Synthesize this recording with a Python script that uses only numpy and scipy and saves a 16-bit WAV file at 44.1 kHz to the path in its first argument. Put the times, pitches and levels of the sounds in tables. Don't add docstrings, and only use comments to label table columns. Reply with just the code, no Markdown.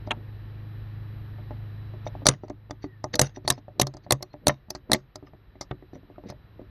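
import sys
import numpy as np
from scipy import signal
from scipy.fft import rfft, irfft, next_fast_len
from scipy.io import wavfile
from scipy.ndimage import uniform_filter1d, minimum_filter1d, map_coordinates

SR = 44100
rng = np.random.default_rng(int(sys.argv[2]) if len(sys.argv) > 2 else 0)


def master_out(mix):
    frames = np.transpose(np.atleast_2d(mix))
    ceiling = np.clip(frames, -1, 1)
    pcm = np.round(ceiling * 32767).astype(np.int16)
    wavfile.write(sys.argv[1], SR, pcm)


N = 295470
LEAD = SR // 100
AGE = (np.arange(SR // 3) - LEAD) / SR

# (multiple of shaft speed, relative level [dB])
ORDERS = [(1, -20), (2, -8), (4, 3.5), (5, -7), (6, -13), (7, -40), (8, -17.5), (12, -21)]
# (time [s], level [dB])
HUM = [(0, -39), (.9, -37.5), (2.2, -39), (3.5, -40.5), (4.6, -55), (6.7, -47.5)]
# (frequency [Hz], relative level per Hz [dB])
AIR = [(20, -16), (45, -1), (110, -5.5), (220, -15.5), (350, -18), (600, -25.5), (1300, -27.5),
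       (1580, -29.5), (1800, -26), (2100, -32.5), (2800, -34.5), (4000, -39), (4600, -43.5), (5500, -50),
       (7500, -77), (16000, -78.5)]
# (frequency [Hz], level over the hiss [dB])
WHINES = [(3941, -13), (11795, -16.5)]
SHAFT_HZ, HISS_DB = 26.14, -60.5

# (middle [s], length [s], level [dB], singing mode [Hz])
SCRAPES = [(0.073, 0.0095, -50, 4880), (2.069, 0.023, -46.5, 5900), (2.445, .03, -61, 5830),
           (2.84, 0.035, -45, 4500), (3.14, 0.01, -17.5, 4400), (3.263, 0.032, -37, 5930),
           (3.365, 0.027, -41.5, 5900), (3.456, 0.02, -46, 4400), (3.54, 0.033, -43.5, 5160),
           (3.581, 0.025, -51, 4300), (4.044, .024, -52.5, 4700), (4.335, 0.0115, -48.5, 4260),
           (4.952, 0.021, -30.5, 4200), (5.274, .025, -57, 5100), (5.953, .035, -56, 5850),
           (6.272, 0.016, -50, 3770), (6.301, 0.031, -43, 5100)]
# (frequency [Hz], gain [dB])
SCRAPE_COLOUR = [(300, 13), (700, 8.5), (1400, -0.5), (1900, 11.5), (2800, 0), (4400, 0.5), (5900, -8.5),
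                 (7200, -23), (9500, -28), (12000, -39), (16000, -52)]
SING_DB = -1

# (time [s], knock [dB], hardness as tilt [dB per octave], plate clack [dB], table thump [dB])
KNOCKS = [(.075, -31, -10, -62, -40), (1.385, -45, 4, -62, -44), (1.508, -33, 1.5, -54, -48),
          (1.938, -40, -5, -63, -43), (2.066, -25.5, 12, -51, -39.5), (2.152, -31, 3, -55.5, -37.5),
          (2.22, -39.5, 7, -57, -44.5), (2.336, -35, 3.5, -36, -43.5), (2.436, -20, -11, -45, -50),
          (2.482, -36, -1.5, -48, -54), (2.502, -18, -4.5, -36.5, -36), (2.698, -32, 1, -51, -47.5),
          (2.842, -17, -12.5, -35.5, -22), (3.372, -23, -6, -60, -34), (3.45, -29, -12, -42, -20.5),
          (3.579, -28, -3, -45, -41.5), (3.682, -26, 0.5, -48, -31), (3.948, -26.5, -8.5, -58, -26),
          (4.065, -29, -7, -50, -30.5), (4.208, -32, 5, -52, -43.5), (4.341, -24.5, -9, -46, -29),
          (4.685, -42, 3, -67, -30.5), (4.898, -16.5, -8, -40.5, -31.5), (5.227, -30.5, -16, -52, -32),
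          (5.27, -49, 0, -42.5, -45), (5.335, -34.5, -6, -53, -29.5), (5.555, -36.5, -10, -52, -48),
          (5.7117, -17.5, -12.5, -27.5, -15.5), (5.825, -33, -20, -52, -37), (5.933, -27, -24, -52, -32),
          (5.955, -40, -12, -50, -50), (6.032, -41, -14, -63, -66), (6.101, -34, -11, -67, -56),
          (6.159, -53, -3, -47, -40), (6.182, -28.5, -8, -51, -55), (6.238, -31.5, -17, -58, -35.5),
          (6.3, -28, -1.5, -39, -26), (6.324, -31, -4.5, -60, -38), (6.593, -38.5, -11, -66, -53),
          (6.616, -32.5, -14, -65, -55)]
KNOCK_CRACK_DB = -31.5

# (frequency [Hz], relative level [dB], t60 [s])
BOW_MODES = [(3763, -3, .14), (4363, -2, .1), (4724, -5, .14), (5110, -5, .12), (5830, 0, .12),
             (6390, -5, .15), (6540, -6, .15), (7980, -17, .08), (9340, -13, .08), (11500, -21, .07)]
FRAME_MODES = [(1100, 5, 0.0066), (1195, 7, 0.013), (1519.4, -4.5, 0.019), (1880, 2.5, 0.016),
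               (2060, 6, 0.012), (2665, 3.5, 0.0052), (2800, -1.5, 0.002), (3450, -6, 0.0083)]
KNOCK_MODES = [(296, -9, .09), (368, -6, .075), (440, -5, .022), (603, 3, .045), (650, 2, .008),
               (710, -2, .04), (825, -7, .035)]
TABLE_MODES = [(78, -8.5, 0.033), (105, -2.5, 0.028), (134.5, -0.5, 0.17), (190, -3, 0.053),
               (218, -11, 0.013)]
PAWL_MODES = [(3970, -4.5, 0.0096), (5890, 4, 0.0082), (8237, -11, 0.0058), (9596, -5, 0.0059)]
RING_VARY_DB, RING_DETUNE = 7, .012

# (middle [s], length [s], level [dB])
RUBS = [(0.084, 0.027, -44), (0.168, 0.1, -48.5), (2.503, 0.029, -41), (3.156, 0.015, -19),
        (4.904, 0.015, -22.5), (5.262, 0.068, -44), (5.728, 0.012, -33), (5.96, 0.039, -32.5),
        (6.26, 0.038, -34), (6.6, 0.018, -39)]
# (frequency [Hz], gain [dB])
SCUFF_COLOUR = [(60, 0.0), (200, 22.0), (500, 12.0), (2000, -22.5), (4000, -35.0), (8000, -52.5)]
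PUSH_LEAD_S, PUSH_S, PUSH_DB = 0.0071, 0.083, -41

# (time [s], level before HINGE_TRIM_DB [dB], rattle decay [s])
CLACKS = [(0.106, -33, .012), (0.1085, -9.5, 0.023), (0.1142, -12.5, 0.009), (0.1163, -11, 0.017),
          (5.709, -35, 0.017)]
# (frequency [Hz], gain [dB])
HINGE_COLOUR = [(120, -31.5), (200, -3), (386, -8), (772, -1), (2280, -4.5), (2590, 0.5), (3690, -7),
                (4250, -15), (4650, -36), (6520, -22.5), (8210, -38), (9300, -25.5), (14000, -100)]
HINGE_TRIM_DB = -9.5

# (time [s], steel [dB], knock [dB], rattle decay [s], ring [Hz])
TICKS = [(2.2576, -13, -8.5, 0.017, 4550), (2.483, -48.5, -41.5, .015, 4500),
         (2.499, -43, -34, 0.012, 6170), (2.7092, -31, -20, 0.016, 3500),
         (3.042, -28.5, -15.5, 0.012, 5870), (3.1554, -17.5, -22.5, 0.015, 6000),
         (3.8693, -22, -20, 0.028, 4320), (3.9391, -42, -35, 0.022, 4340),
         (3.9688, -40.5, -34, 0.028, 4900), (4.2269, -22.5, -22.5, .012, 4290),
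         (4.7051, -19, -24, 0.013, 5280), (4.7503, -30, -22.5, 0.057, 4200),
         (5.1574, -29, -27, 0.0188, 5000), (5.611, -25.5, -22.5, 0.054, 5930),
         (5.935, -61.5, -52, .015, 5820), (5.955, -59.5, -55, 0.022, 2990), (6.289, -49, -41, .015, 5050),
         (6.301, -40, -43, .018, 3900)]
# (frequency [Hz], gain [dB])
TICK_COLOUR = [(500, -16.5), (1500, -17.5), (2900, -10), (4600, 9), (6300, 3.5), (8000, -8.5),
               (9300, -28.5), (11500, -8.5), (13000, -31), (16500, -36.5)]
TICK_TOP_DB, TOP_PER_HARDNESS, TICK_TOP_MAX_DB = -2, 8.3, -10.5
TICK_FRAME_DB = -10.5
TICK_RING_DB, TICK_RING_S = -7.5, 0.033

# (bite time [s], bite to snap [s], bite [dB], bite ring [Hz], bite knock [dB],
# snap [dB], snap ring [Hz], brightness [dB], top edge [Hz], table thump [dB],
# landing [dB], swing [dB], after-ring [Hz])
STROKES = [(2.2672, .0201, 3, 5830, -3.5, 0, 6090, -8.5, 11500, -3.5, -23, -23.5, 9400),
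           (3.1944, .021, -0.5, 5866, -3, -4, 6560, 0, 13500, -2.5, -37, -20, 9450),
           (3.4782, .0247, -8, 4370, -9.5, -3, 3890, -3, 13800, -11.5, -22, -43.5, 11200),
           (3.7978, .0175, -5, 6044, -4, -4.5, 3785, 1.5, 14200, -4, -22, -48, 11500),
           (4.1083, .0144, -3.5, 4345, -6.5, -3, 6810, 0.5, 13200, -5.5, -46, -41, 7700),
           (4.4699, .012, -2.5, 4394, -3, -5.5, 5950, 2.5, 13000, -3.5, -5.5, -24.5, 5650),
           (4.9177, .0152, -4, 4200, -5, -3, 4300, -1, 12800, -14.5, -11, -27, 7700)]
# (frequency [Hz], gain [dB])
BITE_COLOUR = [(500, -5), (1500, 0), (2900, -8.5), (4300, 7.5), (5200, -3.5), (6000, -12), (7100, -11),
               (8300, -0.5), (9500, -2.5), (10800, -20.5), (12000, -13.5), (15000, -14), (16500, -35.5)]
SNAP_COLOUR = [(500, 1), (1500, -15.5), (2800, -8), (4000, -5.5), (5200, -6.5), (6500, -2.5), (9000, -9),
               (11000, -0.5), (12700, 1.5), (13800, -15.5), (14500, -24.5), (16500, -61.5)]
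SWING_COLOUR = [(200, -11.5), (700, 8), (1200, 5.5), (2000, 0), (3200, -7), (6000, -6.5), (7200, -29),
                (12000, -47), (16000, -67)]
BITE_TOP_DB, BITE_RING_DB, BITE_FRAME_DB, BITE_DECAY_S = -21.5, -6.5, -16, 0.009
SNAP_TOP_DB, SNAP_RING_DB, SNAP_FRAME_DB, SNAP_KNOCK_DB = -9, -7, -8.5, -12.5
SNAP_RISE_S, SNAP_DECAY_S = .012, 0.016
SWING_LAG_S, SWING_DECAY_S, SWING_RING_DB = 0.0056, 0.13, -10.5
SWING_GRAINS_PER_S, SWING_GRAIN_DB = 320, 6
AFTER_RING_DB, AFTER_RING_S = -13.5, 0.088
LANDING_S, LANDING_FRAME_DB = 0.013, -5

# (time [s], level [dB], ring [Hz], rattle decay [s])
CATCHES = [(2.2685, -7, 9390, 0.016), (2.2721, -8.5, 5800, .022), (3.1983, -10.5, 7900, 0.01),
           (3.483, -14.5, 4500, 0.015), (3.4885, -21.5, 9730, 0.0089), (3.511, -17.5, 3914, 0.012),
           (3.5238, -26, 4930, 0.012), (3.256, -36, 5930, 0.012), (3.2705, -37.5, 4200, .012),
           (3.8009, -14, 5090, 0.014), (3.8314, -31, 3280, 0.015), (4.13, -26.5, 5770, 0.016),
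           (4.488, -22.5, 6200, 0.011), (4.939, -19.5, 6500, 0.025), (4.947, -24.5, 3400, .025)]
# (middle [s], length [s], level [dB], start [Hz], end [Hz])
SQUEAKS = [(2.925, .11, -52, 1930, 1780), (3.32, .06, -56, 1830, 1790), (4.318, .03, -56, 4260, 4230)]

# (frequency [Hz], t60 [s])
ROOM_T60 = [(120, 0.2), (500, 0.064), (2000, 0.091), (6000, 0.049), (14000, 0.15)]
# (frequency [Hz], gain [dB])
ROOM_COLOUR = [(100, -12.0), (500, -3.0), (1200, -9.0), (3000, -37.5), (6000, -30.5), (8000, -45), (12000, -58)]
THRESHOLD_DB, MAX_CUT_DB, RECOVERY_DB_PER_S = -20.5, 10.5, 2.5
TOP_HZ = 16600


def amp(db):
    return 10 ** (np.asarray(db) / 20)


def unit(x):
    return x / np.sqrt(np.mean(x ** 2) + 1e-20)


def crest(x):
    return x / np.sqrt(uniform_filter1d(x ** 2, size=132).max() + 1e-20)


def along(points, hz):
    f, v = np.transpose(points)
    return np.interp(np.log(hz + 1), np.log(f), v)


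def wobble(rate_hz):
    knots = rng.standard_normal(int(N * rate_hz / SR) + 4)
    return map_coordinates(knots, [np.arange(N) * rate_hz / SR])


def uneven(position, depth_db):
    knots = rng.standard_normal(int(position.max()) + 2)
    return amp(depth_db * np.interp(position, np.arange(len(knots)), knots))


def arch(middle_s, length_s):
    return np.exp(-(2 * (np.arange(N) / SR - middle_s) / length_s) ** 2)


def filtered(x, response):
    size = next_fast_len(len(x) + 8192)
    return irfft(rfft(x, size) * response(np.fft.rfftfreq(size, 1 / SR)), size)[:len(x)]


def add(track, s, sound):
    start = max(round(s * SR) - LEAD, 0)
    track[start:start + len(sound)] += sound[:N - start]


def ring(modes, vary_db, detune):
    hz, db, t60 = np.transpose(modes)[:, :, None]
    level, shift = rng.standard_normal((2, len(modes), 1))
    t = np.maximum(AGE, 0)
    contact = 1 - np.exp(-(t / .0003) ** 2)
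    decay = amp(db + vary_db * level - 60 * t / t60)
    tones = np.sin(2 * np.pi * hz * (1 + detune * shift) * t)
    return contact * np.sum(decay * tones, axis=0)


def rattle(rise_s, decay_s, lead_db):
    swell = amp(lead_db + 60 * np.minimum(AGE, 0) / rise_s)
    fade = amp(-60 * np.maximum(AGE, 0) / max(decay_s, .003))
    clumps = uneven(1100 * (AGE - AGE[0]), depth_db=3)
    return np.where(AGE < 0, swell, fade) * clumps * rng.standard_normal(len(AGE))


def driven(force, response):
    return crest(signal.fftconvolve(force, response[LEAD:])[:len(AGE)])


def background():
    t = np.arange(N) / SR
    hum_db = np.interp(t, *np.transpose(HUM))
    turns = np.cumsum(SHAFT_HZ * (1 + .003 * wobble(4))) / SR
    hum = sum(amp(db + 0.59 * wobble(6.9)) * np.sin(2 * np.pi * (round(k) * turns + rng.random()))
              for k, db in ORDERS)
    air = filtered(rng.standard_normal(N), lambda hz: amp(along(AIR, hz)))
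    air /= np.std(filtered(air, lambda hz: (hz > 1000) & (hz < 3500)))
    whine = sum(amp(db + 1.2 * wobble(6.7)) * np.sin(2 * np.pi * hz * t) for hz, db in WHINES)
    return amp(hum_db) * unit(hum) + amp(HISS_DB) * (air + np.sqrt(2) * whine)


def scrapes():
    slips = amp(6 * wobble(450)) * rng.standard_normal(N)
    grit = unit(filtered(slips, lambda hz: amp(along(SCRAPE_COLOUR, hz))))
    damped = ring(BOW_MODES, vary_db=2, detune=.001)[LEAD:] * amp(-60 * AGE[LEAD:] / .15)
    singing = signal.fftconvolve(slips, damped)[:N]
    singing = unit(filtered(singing, lambda hz: 1 / (1 + (hz / 6500) ** 20)))
    drag = unit(amp(6) * grit + singing)
    flutter = amp(SING_DB) * wobble(300)
    t = np.arange(N) / SR
    return sum(amp(db) * arch(s, length_s) * (drag + flutter * np.sin(2 * np.pi * hz * t))
               for s, length_s, db, hz in SCRAPES)


def low_knock(tilt_db_per_octave=0):
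    modes = [(hz, db + tilt_db_per_octave * np.log2(hz / KNOCK_MODES[0][0]), t60)
             for hz, db, t60 in KNOCK_MODES]
    return crest(ring(modes, vary_db=1.5, detune=.012))


def thump():
    return crest(ring(TABLE_MODES, vary_db=1.5, detune=.015))


def frame(force):
    return driven(force, ring(FRAME_MODES, vary_db=3, detune=.02))


def bow_ring():
    return crest(ring(BOW_MODES, vary_db=RING_VARY_DB, detune=RING_DETUNE))


def steel(force, colour, top_db, pawl_db, ring_db):
    crack = filtered(force, lambda hz: amp(along(colour, hz)) * uneven(hz / 400, depth_db=3))
    top = filtered(crack, lambda hz: 1 - 1 / (1 + (hz / 10000) ** 24))
    ping = crest(ring(PAWL_MODES, vary_db=2.5, detune=.004))
    lower = crest(crest(crack - top) + amp(pawl_db) * ping + amp(ring_db) * bow_ring())
    return lower + amp(top_db) * crest(top)


def knock(tilt_db_per_octave, frame_db, steel_db):
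    force = rattle(rise_s=0.0025, decay_s=0.026, lead_db=-2)
    smear = driven(force, low_knock(tilt_db_per_octave))
    smeared = crest(low_knock(tilt_db_per_octave) + amp(-7) * smear)
    padded = filtered(smeared, lambda hz: 1 / (1 + (hz / 1200) ** 4))
    crack = steel(force, SCRAPE_COLOUR, top_db=-45.5, pawl_db=-26, ring_db=-29)
    return padded + amp(frame_db) * frame(force) + amp(steel_db) * crack


def knocks():
    out = np.zeros(N)
    for s, knock_db, tilt_db_per_octave, clack_db, thump_db in KNOCKS:
        blow = knock(tilt_db_per_octave, clack_db - knock_db, KNOCK_CRACK_DB)
        add(out, s, amp(knock_db) * blow + amp(thump_db) * thump())
    return out


def rubs():
    pushes = [(s - PUSH_LEAD_S, PUSH_S, PUSH_DB) for s, *_ in STROKES]
    pressure = sum(amp(db) * arch(s, length_s) for s, length_s, db in RUBS + pushes)
    drag = amp(4 * wobble(200)) * rng.standard_normal(N)
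    hollow = unit(signal.fftconvolve(drag, low_knock()[LEAD:])[:N])
    scuff = unit(filtered(drag, lambda hz: amp(along(SCUFF_COLOUR, hz))))
    return pressure * unit(hollow + amp(9.0) * scuff)


def hinge():
    out = np.zeros(N)
    for s, db, decay_s in CLACKS:
        force = rattle(rise_s=0.0042, decay_s=decay_s, lead_db=-20.5)
        clack = crest(filtered(force, lambda hz: amp(along(HINGE_COLOUR, hz))))
        add(out, s, amp(db + HINGE_TRIM_DB) * clack)
    return out


def tooth(hz, t60_s):
    return crest(ring([(hz, 0, t60_s)], vary_db=0, detune=.003))


def tick(steel_db, knock_db, decay_s, ring_hz):
    force = rattle(rise_s=0.008, decay_s=decay_s, lead_db=-8.5)
    top_db = min(TICK_TOP_DB + TOP_PER_HARDNESS * (steel_db - knock_db), TICK_TOP_MAX_DB)
    crack = steel(force, TICK_COLOUR, top_db, pawl_db=-9.5, ring_db=-33)
    crack = crack + amp(TICK_RING_DB) * tooth(ring_hz, TICK_RING_S)
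    dull = low_knock(tilt_db_per_octave=-3.0) + amp(-6) * thump() + amp(TICK_FRAME_DB) * frame(force)
    return amp(steel_db) * crack + amp(knock_db) * dull


def ticks():
    out = np.zeros(N)
    for s, steel_db, knock_db, decay_s, ring_hz in TICKS:
        add(out, s, tick(steel_db, knock_db, decay_s, ring_hz))
    return out


def bite(bite_db, ring_hz, knock_db, bright_db):
    force = rattle(rise_s=0.005, decay_s=BITE_DECAY_S, lead_db=-12.5)
    crack = steel(force, BITE_COLOUR, BITE_TOP_DB + bright_db, pawl_db=-7.5, ring_db=-39.5)
    crack = crest(crack + amp(BITE_RING_DB) * tooth(ring_hz, t60_s=0.02))
    hollow = low_knock(tilt_db_per_octave=2.0) + amp(-12.5) * thump()
    return amp(bite_db) * crack + amp(BITE_FRAME_DB) * frame(force) - amp(knock_db) * hollow


def snap(ring_hz, bright_db, edge_hz):
    force = rattle(rise_s=SNAP_RISE_S, decay_s=SNAP_DECAY_S, lead_db=-14.0)
    crack = steel(force, SNAP_COLOUR, SNAP_TOP_DB + bright_db, pawl_db=-18.5, ring_db=-45.5)
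    crack = filtered(crack, lambda hz: 1 / (1 + (hz / edge_hz) ** 40))
    ping = amp(SNAP_RING_DB) * tooth(ring_hz, t60_s=0.018)
    hollow = amp(SNAP_KNOCK_DB) * driven(force, low_knock(tilt_db_per_octave=4))
    return crack + ping + amp(SNAP_FRAME_DB) * frame(force) + hollow


def swing(after_hz):
    grains = uneven(SWING_GRAINS_PER_S * (AGE - AGE[0]), depth_db=SWING_GRAIN_DB)
    force = rattle(rise_s=0.0066, decay_s=SWING_DECAY_S, lead_db=-3.5) * grains
    grit = filtered(force, lambda hz: amp(along(SWING_COLOUR, hz)) * uneven(hz / 250, depth_db=4))
    after_ring = amp(AFTER_RING_DB) * tooth(after_hz, AFTER_RING_S)
    return crest(grit) + amp(SWING_RING_DB) * bow_ring() + after_ring


def strokes():
    out = np.zeros(N)
    for (s, travel_s, bite_db, bite_hz, knock_db, snap_db, snap_hz, bright_db, edge_hz,
         thump_db, landing_db, swing_db, after_hz) in STROKES:
        snap_s = s + travel_s
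        add(out, s, bite(bite_db, bite_hz, knock_db, bright_db))
        add(out, snap_s, amp(snap_db) * snap(snap_hz, bright_db, edge_hz) - amp(thump_db) * thump())
        add(out, snap_s + SWING_LAG_S, amp(swing_db) * swing(after_hz))
        landing = knock(tilt_db_per_octave=3, frame_db=LANDING_FRAME_DB, steel_db=-30.0)
        add(out, snap_s + LANDING_S, amp(landing_db) * landing)
    return out


def catches():
    out = np.zeros(N)
    for s, db, hz, decay_s in CATCHES:
        force = rattle(rise_s=0.0036, decay_s=decay_s, lead_db=-10.5)
        crack = steel(force, TICK_COLOUR, top_db=-17.5, pawl_db=-8.5, ring_db=-29.5)
        crack = crest(crack + amp(0.5) * tooth(hz, t60_s=0.015))
        add(out, s, amp(db) * (crack + amp(-6.5) * driven(force, low_knock())))
    return out


def squeaks():
    out = np.zeros(N)
    t = np.arange(N) / SR
    for s, length_s, db, start_hz, end_hz in SQUEAKS:
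        glide_hz = np.interp(t, [s - length_s / 2, s + length_s / 2], [start_hz, end_hz])
        rough_hz = glide_hz * (1 + .02 * wobble(270))
        note = np.sin(2 * np.pi * np.cumsum(rough_hz) / SR)
        out += amp(db + 3.0 * wobble(82)) * arch(s, length_s) * note
    return out


def room(x):
    out = np.zeros(N + SR)
    block = SR // 3
    for start in range(0, N, block):
        hz, t, z = signal.stft(rng.standard_normal(SR // 2), SR, nperseg=256)
        decay = amp(-60 * t / along(ROOM_T60, hz)[:, None])
        tail = signal.istft(z * decay, SR, nperseg=256)[1]
        delayed = np.pad(tail, (SR // 200, 0))
        wet = signal.fftconvolve(x[start:start + block], delayed / np.linalg.norm(tail))
        out[start:start + len(wet)] += wet
    return filtered(out[:N], lambda hz: amp(along(ROOM_COLOUR, hz)))


def gain_control(x):
    level_db = 10 * np.log10(np.abs(uniform_filter1d(x ** 2, size=132)) + 1e-12)
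    regained_db = RECOVERY_DB_PER_S * np.arange(N) / SR
    wanted_cut_db = np.clip(level_db - THRESHOLD_DB, 0, MAX_CUT_DB)
    cut_db = np.maximum.accumulate(wanted_cut_db + regained_db) - regained_db
    return x * uniform_filter1d(minimum_filter1d(amp(-cut_db), size=1500), size=220)


def scene():
    cuffs = scrapes() + knocks() + rubs() + hinge() + ticks() + strokes() + catches() + squeaks()
    cuffs = signal.sosfilt(signal.butter(2, 60, "highpass", fs=SR, output="sos"), cuffs)
    return (cuffs + room(cuffs) + background())[None]


def record(dry):
    held = gain_control(dry[0])
    rounded = held / (1 + np.abs(held) ** 6) ** (1 / 6)
    return filtered(rounded, lambda hz: hz < TOP_HZ)[None]


dry = scene()
out = record(dry)
master_out(out)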